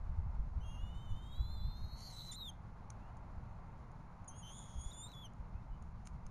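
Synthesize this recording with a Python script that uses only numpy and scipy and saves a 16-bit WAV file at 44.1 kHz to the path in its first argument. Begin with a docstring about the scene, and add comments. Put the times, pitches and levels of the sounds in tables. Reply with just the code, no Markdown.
'''At a treetop nest a young eagle begs twice: thin whistles from the two sides of its syrinx, hoarse near the top.
Each side is a tone with an octave, roughened by flutter; noise rung by throat resonances adds the rasp.
Twigs snap under the birds as short ringing noise, and a far songbird slurs a few sine whistles.
Shaped noise makes the wind on the microphone and the distant traffic; wavering sines make a low hum.
The nest camera samples at a low rate, so every whistle has a faint mirror image in the treble.'''
import sys
import numpy as np
from scipy import signal
from scipy.fft import rfft, irfft
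from scipy.io import wavfile
from scipy.ndimage import uniform_filter1d

SR = 44100
rng = np.random.default_rng(int(sys.argv[2]) if len(sys.argv) > 2 else 0)


def transcribe(u):
    """Save the signal u as a 16-bit wav file named by the first command-line argument.

    u: samples, shape (n,) or (channels, n), limited to [-1, 1]; the rate is SR.
    q: integer samples, one column per channel.
    """
    v = np.clip(np.atleast_2d(u).T, -1, 1)
    q = np.round(v * 32767).astype(np.int16)
    wavfile.write(sys.argv[1], SR, q)


N = 277872
TIME = np.arange(N) / SR  # seconds
ATTACK_S, RELEASE_S = 0.0094, 0.015  # ramps of the eagle's whistles
# voice breaks, where the pitch jumps for a moment:
# (time [s], length [s], jump [Hz], level change [dB], octave level change [dB], spurt of rasp [dB])
BREAKS = [(1.331, .018, -110, 1, 0, -81), (2.314, .044, -370, -1, 20, -55), (4.912, .014, 270, 7, -10, -77),
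          (5.075, .059, 380, -5, -6, -78)]


def undb(db):
    """Decibels to gain."""
    return 10 ** (np.asarray(db) / 20)


def unit(x):
    """Scale to rms 1."""
    return x / np.sqrt(np.mean(x ** 2))


def even(x, size):
    """Hold the rms near 1 over a sliding window of size samples."""
    return x / np.sqrt(uniform_filter1d(x ** 2, size))


def curves(table):
    """Each column after the time, joined by straight lines."""
    s, *columns = np.transpose(table)
    return [np.interp(TIME, s, column) for column in columns]


def gate(start, end, attack_s, release_s):
    """Attack, hold and release, the ramps centred on the start and the end."""
    opening = (TIME - start) / attack_s
    closing = (end - TIME) / release_s
    return np.clip(.5 + np.minimum(opening, closing), 0, 1)


def bump(s, half_s):
    """A smooth swell around one moment, down to 1/e at half_s either side."""
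    return np.exp(-((TIME - s) / half_s) ** 2)


def wander(hz):
    """Random motion of rms 1, mostly slower than hz."""
    lowpass = signal.butter(4, hz, fs=SR, output="sos")
    settled = signal.sosfilt(lowpass, rng.standard_normal(N + SR))[SR:]  # skip the filter's start
    return unit(settled)


def coloured(points):
    """Noise of rms 1 with the given spectrum."""
    hz, db = np.transpose(points)
    f = np.arange(N // 2 + 1) * SR / N
    gain = undb(np.interp(np.log(f + 1e-9), np.log(hz), db))
    spectrum = rfft(rng.standard_normal(N)) * gain * (f > 0)
    return unit(irfft(spectrum, N))


def resonate(x, modes):
    """Parallel resonances, each applied twice for steep flanks."""
    out = 0
    for hz, width, db in modes:
        b, a = signal.iirpeak(hz, hz / width, fs=SR)
        once = signal.lfilter(b, a, x)
        out = out + undb(db) * signal.lfilter(b, a, once)
    return out


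def phase_of(hz):
    """Running phase [rad] of a moving pitch."""
    return 2 * np.pi * np.cumsum(hz) / SR


def wind(wind_db=1.43, eddy_db=0.0, eddy_hz=9):
    """Eddies buffet the microphone: a changing breeze with short, stronger blows on top."""
    # breeze between the buffets, before wind_db: (time [s], level [dB])
    breeze_levels = [(0, -44), (.4, -43.5), (1.05, -48.5), (1.27, -49.5), (1.5, -42.5), (2.05, -55.5),
                     (3.6, -52.5), (3.85, -56), (5.2, -58), (5.9, -50), (6.3, -59)]
    # strongest buffets, before wind_db: (time [s], level [dB])
    buffets = [(.09, -38), (0.192, -37), (0.269, -37), (.4, -35), (0.579, -38), (.72, -47), (.84, -39),
               (.97, -48), (1.125, -34), (1.405, -34), (1.6, -43), (1.667, -32.5), (1.839, -38.5),
               (1.95, -46.5), (3.37, -44.5), (4.783, -40.5), (4.87, -44), (5.421, -42), (5.549, -42.5),
               (5.72, -44.5), (6.14, -45), (6.25, -44)]
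    # spectrum at the microphone: (frequency [Hz], relative density [dB])
    wind_colour = [(8, -2), (22, -0.5), (45, -0.5), (65, -1), (90, -8), (130, -16.5), (200, -28.5),
                   (400, -78)]
    db, = curves(breeze_levels)
    breeze = undb(db + eddy_db * wander(eddy_hz))
    blows = sum(undb(level) * bump(s, half_s=0.024) for s, level in buffets)
    noise = unit(even(coloured(wind_colour), size=3400))
    return undb(wind_db) * np.hypot(breeze, blows) * noise


def distant_traffic(rumble_db=-56.5, road_db=1):
    """Far traffic: a low rumble and a soft band of tyre noise, both of shaped noise."""
    # tyre noise, before road_db: (time [s], level [dB])
    road_levels = [(0.1, -63.5), (2.44, -64.5), (3.09, -61.5), (5.89, -64.5), (6.2, -64.5)]
    # spectrum of the tyre noise: (frequency [Hz], relative density [dB])
    road_colour = [(150, -5.5), (350, -5), (500, -3), (700, 0.5), (900, 4), (1100, 0.5), (1400, -4.5),
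                   (1750, -12.5), (2100, -14), (2600, -20), (3400, -33), (4200, -24.5), (5000, -36.5),
                   (7000, -30.5)]
    # spectrum of the rumble: (frequency [Hz], relative density [dB])
    rumble_colour = [(30, -11.5), (70, -12), (105, 7), (150, -0.5), (220, -4.5), (280, -14.5), (380, -22),
                     (700, -40)]
    db, = curves(road_levels)
    road = undb(db + road_db + .5 * wander(12)) * coloured(road_colour)
    rumble = undb(rumble_db + 1.0 * wander(11)) * coloured(rumble_colour)
    return road + rumble


def distant_hum():
    """Steady tones that waver slightly in level and pitch."""
    # tones, about which each wavers: (frequency [Hz], rms level [dB])
    tones = [(172.3, -67), (909.8, -86.5), (2099, -88.5)]
    out = np.zeros(N)
    for hz, db in tones:
        level = np.sqrt(2) * undb(db + 2 * wander(2.3))
        out += level * np.sin(phase_of(hz + 2.01 * wander(7)))
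    return out


def twigs(rustle_db=-93, attack_s=0.00073):
    """Short cracks ring dry twigs; straw crackles faintly underfoot."""
    # twig snaps: (time [s], level [dB], decay [s])
    snap_times = [(2.903, -42.5, 0.0014), (2.905, -58, 0.001), (3.169, -66, 0.0049), (3.917, -66.5, 0.0019),
                  (4.245, -63, 0.0025), (5.118, -53, 0.00062), (5.336, -61, 0.00087), (5.824, -60, 0.0026),
                  (6.051, -69, 0.0064), (6.056, -59, 0.0038), (6.065, -63, 0.0092), (6.0724, -45.5, .0016),
                  (6.083, -69, 0.0065), (6.2656, -50, 0.0016)]
    # resonances of a dry twig: (frequency [Hz], width in one pass [Hz], relative level [dB])
    twig_modes = [(1300, 1260, -7.5), (2300, 520, -4.5), (4160, 320, -10.5), (5550, 580, -11),
                  (6600, 1130, 4.5)]
    cracks = np.zeros(N)
    for s, db, decay in snap_times:
        age = TIME - s
        cracks += undb(db) * np.exp(-abs(age) / np.where(age < 0, attack_s, decay))
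    snaps = cracks * even(resonate(rng.standard_normal(N), twig_modes), size=90)
    clicks = rng.random(N) < 300 / SR  # 300 a second on average
    straw = rng.standard_normal(N) * clicks * undb(3 * wander(6))
    return snaps + undb(rustle_db) * unit(resonate(straw, twig_modes))


def contour(table):
    """Pitch, level and octave level of a call, with its voice breaks, and the gate that opens it."""
    slew_s = 0.0057
    hz, db, octave_db = curves(table)
    for s, length, jump_hz, change_db, octave_change_db, _ in BREAKS:
        broken = gate(s, s + length, slew_s, slew_s)
        hz = hz + jump_hz * broken
        db = db + change_db * broken
        octave_db = octave_db + octave_change_db * broken
    return hz, db, octave_db, gate(table[0][0], table[-1][0], ATTACK_S, RELEASE_S)


def membrane(hz, db, octave_db, sounding, rough, flutter, chaos_hz, wobble_hz,
             jitter_hz=13, swing_hz=160, stagger_hz=60):
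    """One whistling membrane: sound, phase and size. Pushed hard, it flutters and its pitch scatters."""
    jitter = jitter_hz * wander(127) * undb(4.04 * wander(12.96))
    unsteady_hz = wobble_hz * wander(29) + jitter
    scatter_hz = chaos_hz * wander(600) + swing_hz * flutter + stagger_hz * wander(99)
    phase = phase_of(hz + unsteady_hz + rough * scatter_hz)
    swell = np.sqrt(2) * undb(1.1 * wander(36)) * sounding
    throb = even(np.exp(rough * (1.9 * flutter + .6 * wander(400))), size=600)
    tone = undb(db) * np.sin(phase)
    octave = undb(octave_db + 1.5 * wander(28)) * np.sin(2 * phase)
    return swell * throb * (tone + octave), phase, swell * undb(db)


def syrinx(leading, other, patchy_db, sum_db, sideband_db):
    """Two membranes whistle at once, the other unsteadily; coupling adds a sum tone and a patchy side tone."""
    first, first_phase, first_size = leading
    second, second_phase, second_size = other
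    coupling = np.minimum(first_size, second_size) * undb(4 * wander(25))
    sum_tone = undb(sum_db) * np.sin(first_phase + second_phase)
    side_tone = undb(sideband_db) * np.sin(2 * second_phase - first_phase)
    return first + second * undb(patchy_db * wander(20)) + coupling * (sum_tone + side_tone)


def first_call(flutter, chaos_hz=150, wobble_hz=19, half_db=-5, half_scatter_hz=190):
    """Two whistles climb side by side to a harsh scream; gives the sound and the strength of its rasp."""
    # leading side of the syrinx: (time [s], pitch [Hz], level [dB], level of the octave [dB])
    leading_side = [(0.63, 2800, -71, -87), (.77, 2800, -64.5, -86), (1.03, 3084, -68, -83),
                    (1.11, 2980, -68, -82), (1.33, 3274, -68.5, -86), (1.54, 3600, -67, -70),
                    (1.6, 3466, -64.5, -88), (1.84, 3780, -69.5, -94), (1.92, 3910, -66.5, -88),
                    (1.99, 4010, -67.5, -72), (2.065, 4240, -57, -72), (2.135, 4030, -60.5, -49),
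                    (2.21, 3970, -51, -58), (2.27, 4034, -55.5, -50), (2.295, 3995, -49.5, -68),
                    (2.37, 3884, -61, -70), (2.425, 3775, -47, -68), (2.47, 3550, -51, -69),
                    (2.499, 3130, -47, -45)]
    # hoarseness: (time [s], roughness [0-1], level of the rasping air [dB])
    hoarseness = [(1.66, 0.01, -102), (1.78, 0.08, -74.5), (1.94, 0.05, -77), (1.985, 0.22, -62),
                  (2.12, 0.22, -61), (2.21, 0.54, -65), (2.285, 0.19, -61.5), (2.41, 0.05, -83),
                  (2.5, .05, -77)]
    # other side, just above:
    # (time [s], interval [Hz], level re the leading side [dB], level of its octave [dB])
    upper_side = [(0.604, 151.4, -6, -82), (.65, 436, 4.5, -71.5), (.77, 434, -9, -68.5),
                  (0.852, 665, -9.5, -78.5), (1.31, 490, -2.5, -77), (1.351, 566, 7.5, -74),
                  (1.7, 556, 3.5, -66), (1.85, 400, 4.5, -81), (2.085, 289, 3.5, -68),
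                  (2.139, 188.7, -7, -94), (2.32, 218.6, -27, -78), (2.364, 170, 11.5, -57),
                  (2.417, 318, -3, -52)]
    hz, db, octave_db, sounding = contour(leading_side)
    rough, rasp_db = curves(hoarseness)
    interval_hz, upper_db, upper_octave_db = curves(upper_side)
    upper_hz = hz + interval_hz
    joins = gate(upper_side[0][0], upper_side[-1][0], ATTACK_S, RELEASE_S)
    leading = membrane(hz, db, octave_db, sounding, rough, flutter, chaos_hz, wobble_hz)
    upper = membrane(upper_hz, db + upper_db, upper_octave_db, joins, rough, flutter, chaos_hz, wobble_hz)
    air = undb(rasp_db) * sounding
    # when hoarse, the upper side doubles its period: a blurred line half-way to its octave
    half_phase = phase_of(upper_hz * 1.5 + half_scatter_hz * wander(466))
    half_line = air * undb(half_db) * np.sin(half_phase)
    return syrinx(leading, upper, patchy_db=-2.0, sum_db=-12.5, sideband_db=-19) + half_line, air


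def second_call(flutter, chaos_hz=105, wobble_hz=19, lower_octave_db=-14):
    """A quavering, then buzzing whistle over faint low notes drops away; gives sound and rasp strength."""
    # leading side of the syrinx: (time [s], pitch [Hz], level [dB], level of the octave [dB])
    leading_side = [(4.28, 3270, -82, -47), (4.3, 3150, -83, -56), (4.335, 3190, -71.5, -69),
                    (4.39, 3350, -79, -57), (4.418, 3330, -80, -62), (4.435, 3063, -57, -61.5),
                    (4.51, 3150, -62, -60), (4.55, 3396, -62.5, -55), (4.6, 3426, -64.5, -55.5),
                    (4.69, 3320, -70, -65.5), (4.77, 3320, -69, -65.5), (4.815, 3320, -65, -49.5),
                    (4.87, 3430, -63.5, -58), (5.005, 3507, -61, -51), (5.045, 3700, -55.5, -51.5),
                    (5.14, 3425, -59, -69), (5.225, 3400, -57.5, -75), (5.255, 3150, -55.5, -58.5),
                    (5.275, 2870, -68, -73)]
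    # hoarseness: (time [s], roughness [0-1], level of the rasping air [dB])
    hoarseness = [(4.41, 0.093, -95), (4.45, 0.28, -73), (4.57, 0.5, -78), (4.72, 0.46, -70),
                  (4.83, 0.19, -76), (4.92, 0.2, -68.5), (5.04, 0.035, -106), (5.1, 0.3, -73),
                  (5.15, 0.05, -76), (5.27, 0.095, -93)]
    # low, faint notes of the other side: (time [s], length [s], level [dB])
    lower_notes = [(4.305, 0.13, -83), (4.42, 0.089, -83), (4.963, 0.14, -84)]
    quaver_hz, quaver_swing_hz, quaver_decay_s = 27, 108, 0.073
    hz, db, octave_db, sounding = contour(leading_side)
    rough, rasp_db = curves(hoarseness)
    age = np.maximum(TIME - leading_side[0][0], 0)
    quaver = quaver_swing_hz * np.exp(-age / quaver_decay_s) * np.cos(2 * np.pi * quaver_hz * age)
    lower_hz = 2840 + 39.9 * wander(13) + quaver
    notes = sum(undb(level) * gate(s, s + length, ATTACK_S, RELEASE_S) for s, length, level in lower_notes)
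    leading = membrane(hz + quaver, db, octave_db, sounding, rough, flutter, chaos_hz, wobble_hz)
    lower = membrane(lower_hz, 0, lower_octave_db, notes, rough, flutter, chaos_hz, wobble_hz)
    air = undb(rasp_db) * sounding
    return syrinx(leading, lower, patchy_db=8.5, sum_db=-5, sideband_db=-30), air


def rasp(size, flutter, pulse_db=2, spurt_db=3.5, surge_db=1.2):
    """Turbulent air rings the throat in quick, uneven spurts, pulsing with the flutter."""
    # resonances of throat and beak: (frequency [Hz], width in one pass [Hz], relative level [dB])
    throat_modes = [(2070, 320, 10.5), (3120, 500, 9), (4170, 400, 8.5), (5590, 980, 7.5),
                    (6320, 1240, 18.5), (7070, 510, 14)]
    pulsing_db = pulse_db * flutter + spurt_db * wander(600) + surge_db * wander(32)
    air = rng.standard_normal(N) * undb(pulsing_db)
    return size * unit(resonate(air, throat_modes))


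def eagle():
    """Two begging calls; air rasps through both and spurts just after each voice break begins."""
    flutter_hz, drift = 246.5, .16  # of the membranes when pushed hard; drift as a share of the rate
    spurt_s, spurt_delay_s = 0.012, 0.015
    flutter = np.sin(phase_of(flutter_hz * (1 + drift * wander(16))))
    first, first_air = first_call(.4 * flutter)
    second, second_air = second_call(.75 * flutter)
    spurts = sum(undb(db) * bump(s + spurt_delay_s, spurt_s) for s, *_, db in BREAKS)
    return first + second + rasp(first_air + second_air + spurts, flutter)


def songbird():
    """Slurred whistles from far off in the wood: sines that glide and waver in pitch."""
    # whistles: (time [s], length [s], start pitch [Hz], end pitch [Hz], peak level [dB])
    whistles = [(2.97, .17, 2440, 3120, -78), (5.52, .1, 2400, 2700, -78), (5.69, .11, 3020, 2920, -78)]
    out = np.zeros(N)
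    for s, length, start_hz, end_hz, db in whistles:
        along = np.clip((TIME - s) / length, 0, 1)
        hz = start_hz + (end_hz - start_hz) * along + 35 * wander(86)
        out += undb(db) * np.sin(np.pi * along) * np.sin(phase_of(hz))
    return out


def canopy(x, wet_db=-21, t60=0.28):
    """Trunks and branches scatter a thin, short echo: decaying noise after a 6 ms gap."""
    age = TIME[:SR]
    tail = rng.standard_normal(SR) * np.exp(-np.log(1000) * age / t60) * (age > .006)
    return x + undb(wet_db) * signal.fftconvolve(x, tail / np.linalg.norm(tail))[:N]


def scene():
    """Birds and twigs among the branches, over wind at the microphone and distant traffic and hum."""
    among_branches = canopy(eagle() + twigs() + songbird())
    return (among_branches + wind() + distant_traffic() + distant_hum())[None]


def record(dry):
    """Coarse samples joined by straight lines mirror the sound about half the camera's rate."""
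    camera_hz, top_hz = 16000, 15300
    band = signal.sosfilt(signal.butter(18, 7500, fs=SR, output="sos"), dry[0])
    samples = signal.resample_poly(band, camera_hz, SR, window=("kaiser", 3))
    # draw the lines at four times the output rate, then come down
    fine_time = np.arange(4 * N) / (4 * SR)
    fine = np.interp(fine_time, np.arange(len(samples)) / camera_hz, samples)
    joined = signal.resample_poly(fine, 1, 4)
    return signal.sosfilt(signal.ellip(8, .2, 70, top_hz, fs=SR, output="sos"), joined)[None]


dry = scene()
out = record(dry)
transcribe(out)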